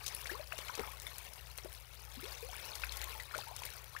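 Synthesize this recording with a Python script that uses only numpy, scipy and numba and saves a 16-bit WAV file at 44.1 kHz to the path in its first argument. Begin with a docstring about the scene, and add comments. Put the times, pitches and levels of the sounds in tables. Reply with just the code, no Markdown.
"""Frogs hop and shove about in a shallow pool, heard close up and almost wholly in the left channel.
In the first second bodies slap and plunge, and the trapped air rings as rising bubbles.
A lull follows in which flung drops tick on the surface. After two seconds the stirring builds again,
with more bubbles, slaps and drops. Throughout, the water burbles and fizzes over mains hum and rumble."""
import sys
import numpy as np
from scipy import signal
from scipy.fft import rfft, irfft
from scipy.io import wavfile
from scipy.ndimage import uniform_filter1d, map_coordinates
from numba import njit

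SR = 44100
rng = np.random.default_rng(int(sys.argv[2]) if len(sys.argv) > 2 else 0)


def unload_wav(signal):
    """Save mono or channel-first audio to the path in sys.argv[1] as 16-bit WAV at rate SR, clipped to [-1, 1]."""
    wavfile.write(
        sys.argv[1],
        SR,
        np.round(np.clip(np.atleast_2d(signal).T, -1, 1) * 32767).astype(np.int16),
    )


N = 176400

# single air bubbles: start_s, pitch_hz, level_db, t60_s, rise_ratio (share of pitch gained over t60_s)
AIR_BUBBLES = [(0.149, 10190, -21, 0.0072, 0), (0.257, 1640, -19.5, 0.011, 2), (0.294, 1520, -31, 0.084, 2),
               (0.313, 331, -39, 0.21, 2), (0.347, 940, -38, 0.12, 2), (0.395, 590, -30.5, 0.055, 0.3),
               (0.522, 1110, -25.5, 0.021, 3.4), (0.5227, 2420, -28, 0.029, 1.05),
               (0.533, 662, -36.5, 0.067, 0), (0.588, 418, -28, 0.015, 1.8),
               (0.695, 1420, -26.5, 0.017, 0.4), (0.697, 1000, -32.5, 0.056, 0.1),
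               (0.79, 414, -29, 0.057, 0.5), (0.833, 1280, -34.5, 0.061, 0), (0.879, 687, -41.5, 0.13, 4.5),
               (0.934, 1090, -38, 0.04, 0.1), (1.067, 1980, -29.5, 0.016, 0.5),
               (1.067, 3570, -32, 0.029, -0.2), (1.657, 596, -32.5, 0.029, 0.3),
               (1.647, 346, -36.5, 0.065, 0.4), (2.171, 235, -41, 0.099, 0.8),
               (2.193, 1174, -48, 0.16, 4.5), (2.229, 319, -38.5, 0.16, 2.5), (2.426, 450, -40.5, 0.2, 0.9),
               (2.49, 730, -36.5, 0.061, 0.1), (2.53, 836, -34.5, 0.072, 4),
               (2.555, 2080, -36.5, 0.043, 1.5), (2.836, 1330, -27, 0.041, 2),
               (2.8364, 2386, -21, 0.015, 0.44), (2.8937, 3700, -26, 0.0086, 0.7),
               (3.07, 1082, -43.5, 0.337, -0.1), (3.149, 876, -41.5, 0.19, 0),
               (3.199, 1925, -30.5, 0.041, 0.2), (3.311, 1474, -27, 0.011, 0.8),
               (3.34, 1231, -30, 0.06, 1.5), (3.348, 1220, -23, 0.02, 1.5), (3.357, 584, -31.5, 0.061, 0.4),
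               (3.378, 410, -30.5, 0.031, 1.4), (3.388, 900, -24.5, 0.021, -0.35),
               (3.47, 871, -39, 0.22, 0.8), (3.512, 661, -39.5, 0.14, 1.6), (3.619, 900, -35, 0.02, 0.6),
               (3.634, 2340, -21, 0.011, 1.1), (3.95, 1098, -36.5, 0.054, 1.4),
               (3.965, 1606, -27.5, 0.033, 1.2)]
# bodies and legs striking the water: start_s, level_db, centre_hz
BODY_SLAPS = [(0.063, -29, 5150), (0.08, -30, 5700), (0.27, -36.5, 3630), (0.315, -37, 900),
              (.580, -34, 6240), (0.586, -31.5, 2400), (.682, -37, 3020), (0.752, -35, 4380),
              (0.794, -36.5, 1400), (1.584, -37.5, 1340), (1.6477, -44, 680), (2.53, -47, 2400),
              (2.753, -37, 5200), (2.819, -39, 2400), (2.921, -36, 3800), (3.015, -37, 3620),
              (3.2, -38.5, 3400), (3.348, -36, 2130), (3.379, -36.5, 5100), (3.5626, -37.5, 5040),
              (3.635, -39.5, 2660), (3.963, -38, 1940)]
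# dives that drag down a cloud of air: start_s, length_s, level_db, pitch_hz
BODY_PLUNGES = [(0.775, .04, -41.5, 595), (0.798, 0.085, -48, 1320)]
# drops striking the surface: start_s, peak_db
DROP_IMPACTS = [(1.0, -26.5), (1.183, -24), (1.336, -30), (1.5775, -27.5), (1.6465, -35), (1.7283, -32),
                (2.847, -28), (2.9702, -23), (3.0418, -20), (3.6216, -31.5)]
# how hard the water is stirred: time_s, gain_db
STIRRING = [(0, -54.5), (.16, -53.5), (.32, -52.5), (.47, -60.5), (.61, -52.5), (.87, -56), (.98, -59),
            (1.18, -55.5), (1.45, -60.5), (1.76, -61), (1.9, -63), (2.03, -60.5), (2.2, -57.5), (2.31, -52),
            (2.46, -57), (2.7, -52.5), (3.16, -53.5), (3.28, -59), (3.38, -52), (3.52, -58.5),
            (3.66, -53.5), (3.89, -62), (4, -58)]
# strength of the hum's fundamental: time_s, level_db
HUM_ENVELOPE = [(0, -52), (1.4, -54.5), (2.25, -54.5), (2.48, -47), (2.65, -62), (2.85, -46.5), (3.14, -46),
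                (3.3, -57.5), (4, -60.5)]
# spectral shapes of the continuous layers: frequency_hz, relative_db
BURBLE_SPECTRUM = [(250, -6), (420, -6.5), (800, 0), (1700, -1.5), (2800, -2.5), (5000, -5), (14000, -18)]
FIZZ_SPECTRUM = [(500, -45), (2000, -0.5), (4500, -4), (7500, -5.5), (11000, -2), (15000, -0.5)]
WASH_SPECTRUM = [(260, -7), (420, 3), (800, -6), (2200, -1.5), (7000, -8), (15000, -7.5)]
RUMBLE_SPECTRUM = [(30, -31), (55, 2.5), (85, 0.5), (180, -16), (280, -35)]


def bubbles(flutter_db=2.1, wobble_s=0.0001):
    """Minnaert resonance: trapped air pulsates, modulated in level and pitch by the moving surface."""
    start_s, hz, db, t60, rise = np.array(AIR_BUBBLES, float).T.copy()
    plops = ring(start_s, hz, undb(db), t60, rise) * undb(flutter_db * drift(220))
    warped_time = np.arange(N) + wobble_s * SR * drift(200)
    return map_coordinates(plops, [warped_time], mode="nearest")


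def slaps(grain_db=4, attack_s=0.00018, t60=0.038):
    """Impact noise: a body breaks the surface in a short burst of tiny ruptures."""
    out, envelope = np.zeros(N), decay(t60)
    envelope *= 1 - np.exp(-np.arange(len(envelope)) / (attack_s * SR))
    crackle = rng.standard_normal(N) * undb(grain_db * drift(1500))
    for start_s, db, hz in BODY_SLAPS:
        burst = np.roll(crackle, -int(start_s * SR))[:len(envelope)]
        add(out, start_s, undb(db) * envelope * unit_rms(resonance(burst, hz, width_hz=hz)))
    return out


def plunges(count=45, ring_cycles=6.2, span_octaves=1.7, rise=0.2):
    """Air entrainment: a diving body drags under a cluster of large, heavily damped bubbles."""
    out = np.zeros(N)
    for start_s, length_s, db, centre_hz in BODY_PLUNGES:
        when, strength, pitch = rng.random((count, 3)).T
        hz = centre_hz * 2 ** (span_octaves * (pitch - 0.5))
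        cloud = ring(start_s + length_s * when, hz, 0.5 + strength, ring_cycles / hz, np.full(count, rise))
        out += cloud * undb(db) * np.sqrt(length_s * SR / np.sum(cloud ** 2))
    return out


def drops(centre_hz=10100, width_hz=9000, t60=0.0062):
    """A brief impact has a broad spectrum: each flung drop lands with a bright tick."""
    out, envelope = np.zeros(N), decay(t60)
    for start_s, db in DROP_IMPACTS:
        tick = envelope * resonance(rng.standard_normal(len(envelope)), centre_hz, width_hz)
        add(out, start_s, undb(db) * tick / np.abs(tick).max())
    return out


def burble(count=4400, low_hz=400, high_hz=6500, low_t60_s=0.049, scatter_db=3.5, max_rise=0.32):
    """Superposed bubble resonances: large bubbles murmur evenly, a few small ones plink out."""
    when, pitch, chance, sustain, climb = rng.random((count, 5)).T
    hz = low_hz * (high_hz / low_hz) ** pitch
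    rarity = -np.log(0.015 + chance)
    db = scatter_db * np.sqrt(pitch) * (rarity - 2)
    t60 = low_t60_s * np.sqrt(low_hz / hz) * (0.5 + sustain)
    cloud = ring(when * N / SR, hz, undb(db) / np.sqrt(t60 * hz), t60, max_rise * climb)
    return shape_spectrum(np.diff(cloud, prepend=0), BURBLE_SPECTRUM)


def fizz(count=1400, scatter_db=4.6, t60=0.012, low_hz=4500, high_hz=15000, ping_db=-7):
    """Shot noise: spray and bursting foam tick at random, each tick leaving a tiny bubble that pings."""
    when, chance, pitch = rng.random((count, 3)).T
    amplitude = undb(-scatter_db * np.log(0.015 + chance))
    impulses = np.zeros(N)
    impulses[(when * N).astype(int)] = amplitude
    power = signal.fftconvolve(impulses ** 2, decay(t60) ** 2)[:N]  # incoherent ticks add in power
    ticks = np.sqrt(np.abs(power)) * rng.standard_normal(N)
    hz = low_hz + (high_hz - low_hz) * pitch
    pings = ring(when * N / SR, hz, amplitude, np.full(count, t60), np.zeros(count))
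    return shape_spectrum(unit_rms(ticks) + undb(ping_db) * unit_rms(pings), FIZZ_SPECTRUM)


def wash():
    """Incoherent summation: splashes from the rest of the pool blend into a soft hiss."""
    return shape_spectrum(rng.standard_normal(N), WASH_SPECTRUM)


def reflections(x, t60=0.15):
    """Diffuse reverberation: convolution with a decaying noise tail of unit energy."""
    envelope = decay(t60)
    tail = envelope * rng.standard_normal(len(envelope))
    return signal.fftconvolve(x, tail / np.linalg.norm(tail))[:N]


def hum(mains_hz=59.97, octave_db=-64, waver_db=2, wander_rad=0.17):
    """Harmonics of the mains: a wavering fundamental and its octave drift together in phase."""
    phase = 2 * np.pi * mains_hz * np.arange(N) / SR + wander_rad * drift(7.4)
    fundamental = np.sin(phase) * gain_curve(HUM_ENVELOPE) * undb(waver_db * drift(12))
    return np.sqrt(2) * (fundamental + undb(octave_db) * np.sin(2 * phase))


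def rumble(level_db=-56):
    """Noise confined to low frequencies is heard as a steady rumble."""
    return undb(level_db) * shape_spectrum(rng.standard_normal(N), RUMBLE_SPECTRUM)


@njit
def ring(start_s, hz, amplitude, t60, rise):
    """Damped oscillators: a sum of bubbles whose pitch glides, upward as they near the surface."""
    out = np.zeros(N)
    for k in range(len(start_s)):
        first = max(0, int(start_s[k] * SR))
        for i in range(min(int(t60[k] * SR), N - first)):
            t = i / SR
            age = t / t60[k]
            envelope = np.exp(-np.log(1000) * age) * (1 - np.exp(-2 * t * hz[k]))
            phase = 2 * np.pi * hz[k] * t * (1 + rise[k] * age / 2)
            out[first + i] += amplitude[k] * envelope * np.sin(phase)
    return out


def resonance(x, hz, width_hz):
    """Two-pole resonance with unit gain at its centre and a capped bandwidth."""
    limit_hz = 0.4 * SR
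    hz, width_hz = min(hz, limit_hz), min(width_hz, limit_hz / 2)
    return signal.lfilter(*signal.iirpeak(hz, hz / width_hz, fs=SR), x)


def shape_spectrum(x, spectrum):
    """Filtering by spectral weighting, scaled to rms 1."""
    hz, db = np.array(spectrum).T
    bin_hz = np.maximum(np.fft.rfftfreq(N, 1 / SR), 1)
    gain = undb(np.interp(np.log(bin_hz), np.log(hz), db))
    return unit_rms(irfft(rfft(x) * gain, N))


def drift(rate_hz):
    """Smoothed random steps give a continuous modulation of rms 1."""
    hold = int(SR / rate_hz)
    steps = np.repeat(rng.standard_normal(N // hold + 1), hold)
    return unit_rms(uniform_filter1d(uniform_filter1d(steps, hold), hold)[:N])


def decay(t60):
    """Exponential decay by 60 dB in t60 seconds."""
    return np.exp(-np.log(1000) * np.arange(int(t60 * SR) + 2) / (t60 * SR))


def gain_curve(points):
    """Amplitude envelope, interpolated in decibels."""
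    return undb(np.interp(np.arange(N) / SR, *np.array(points).T))


def add(out, start_s, x):
    """Superpose a short sound at a given time."""
    first = max(0, int(start_s * SR))
    out[first:first + len(x)] += x[:max(0, N - first)]


def undb(db):
    """Decibels to amplitude ratio."""
    return 10 ** (np.asarray(db) / 20)


def unit_rms(x):
    """Normalise to rms 1."""
    return x / np.sqrt(np.mean(x ** 2) + 1e-20)


def scene(patchy_db=1, burble_db=5.5, fizz_db=-3, reflect_db=-12, leak_db=-38, right_diffuse_db=-28.5):
    """Superposition: water, reflections, hum and rumble add on the left; a trace reaches the right."""
    stirring = gain_curve(STIRRING) * undb(patchy_db * drift(45))
    foaming = stirring ** 0.87  # foam swells less than the stirring and bursts on in the lulls
    water = bubbles() + slaps() + plunges() + drops()
    water += stirring * (undb(burble_db) * burble() + wash())
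    water += foaming * undb(fizz_db) * fizz()
    left = water + undb(reflect_db) * reflections(water) + hum() + rumble()
    right = undb(leak_db) * left + undb(right_diffuse_db) * reflections(left)
    return np.array([left, right])


def record(dry, port_hz=10050, port_width_hz=340, port_db=-1, cutoff_hz=15600):
    """Port resonance: the microphone rings in the high treble, and a steep low-pass cuts the top."""
    port_ring = undb(port_db) * resonance(dry, port_hz, port_width_hz)
    low_pass = signal.ellip(10, 0.2, 70, cutoff_hz, fs=SR, output="sos")
    return signal.sosfilt(low_pass, dry + port_ring)


dry = scene()
out = record(dry)
unload_wav(out)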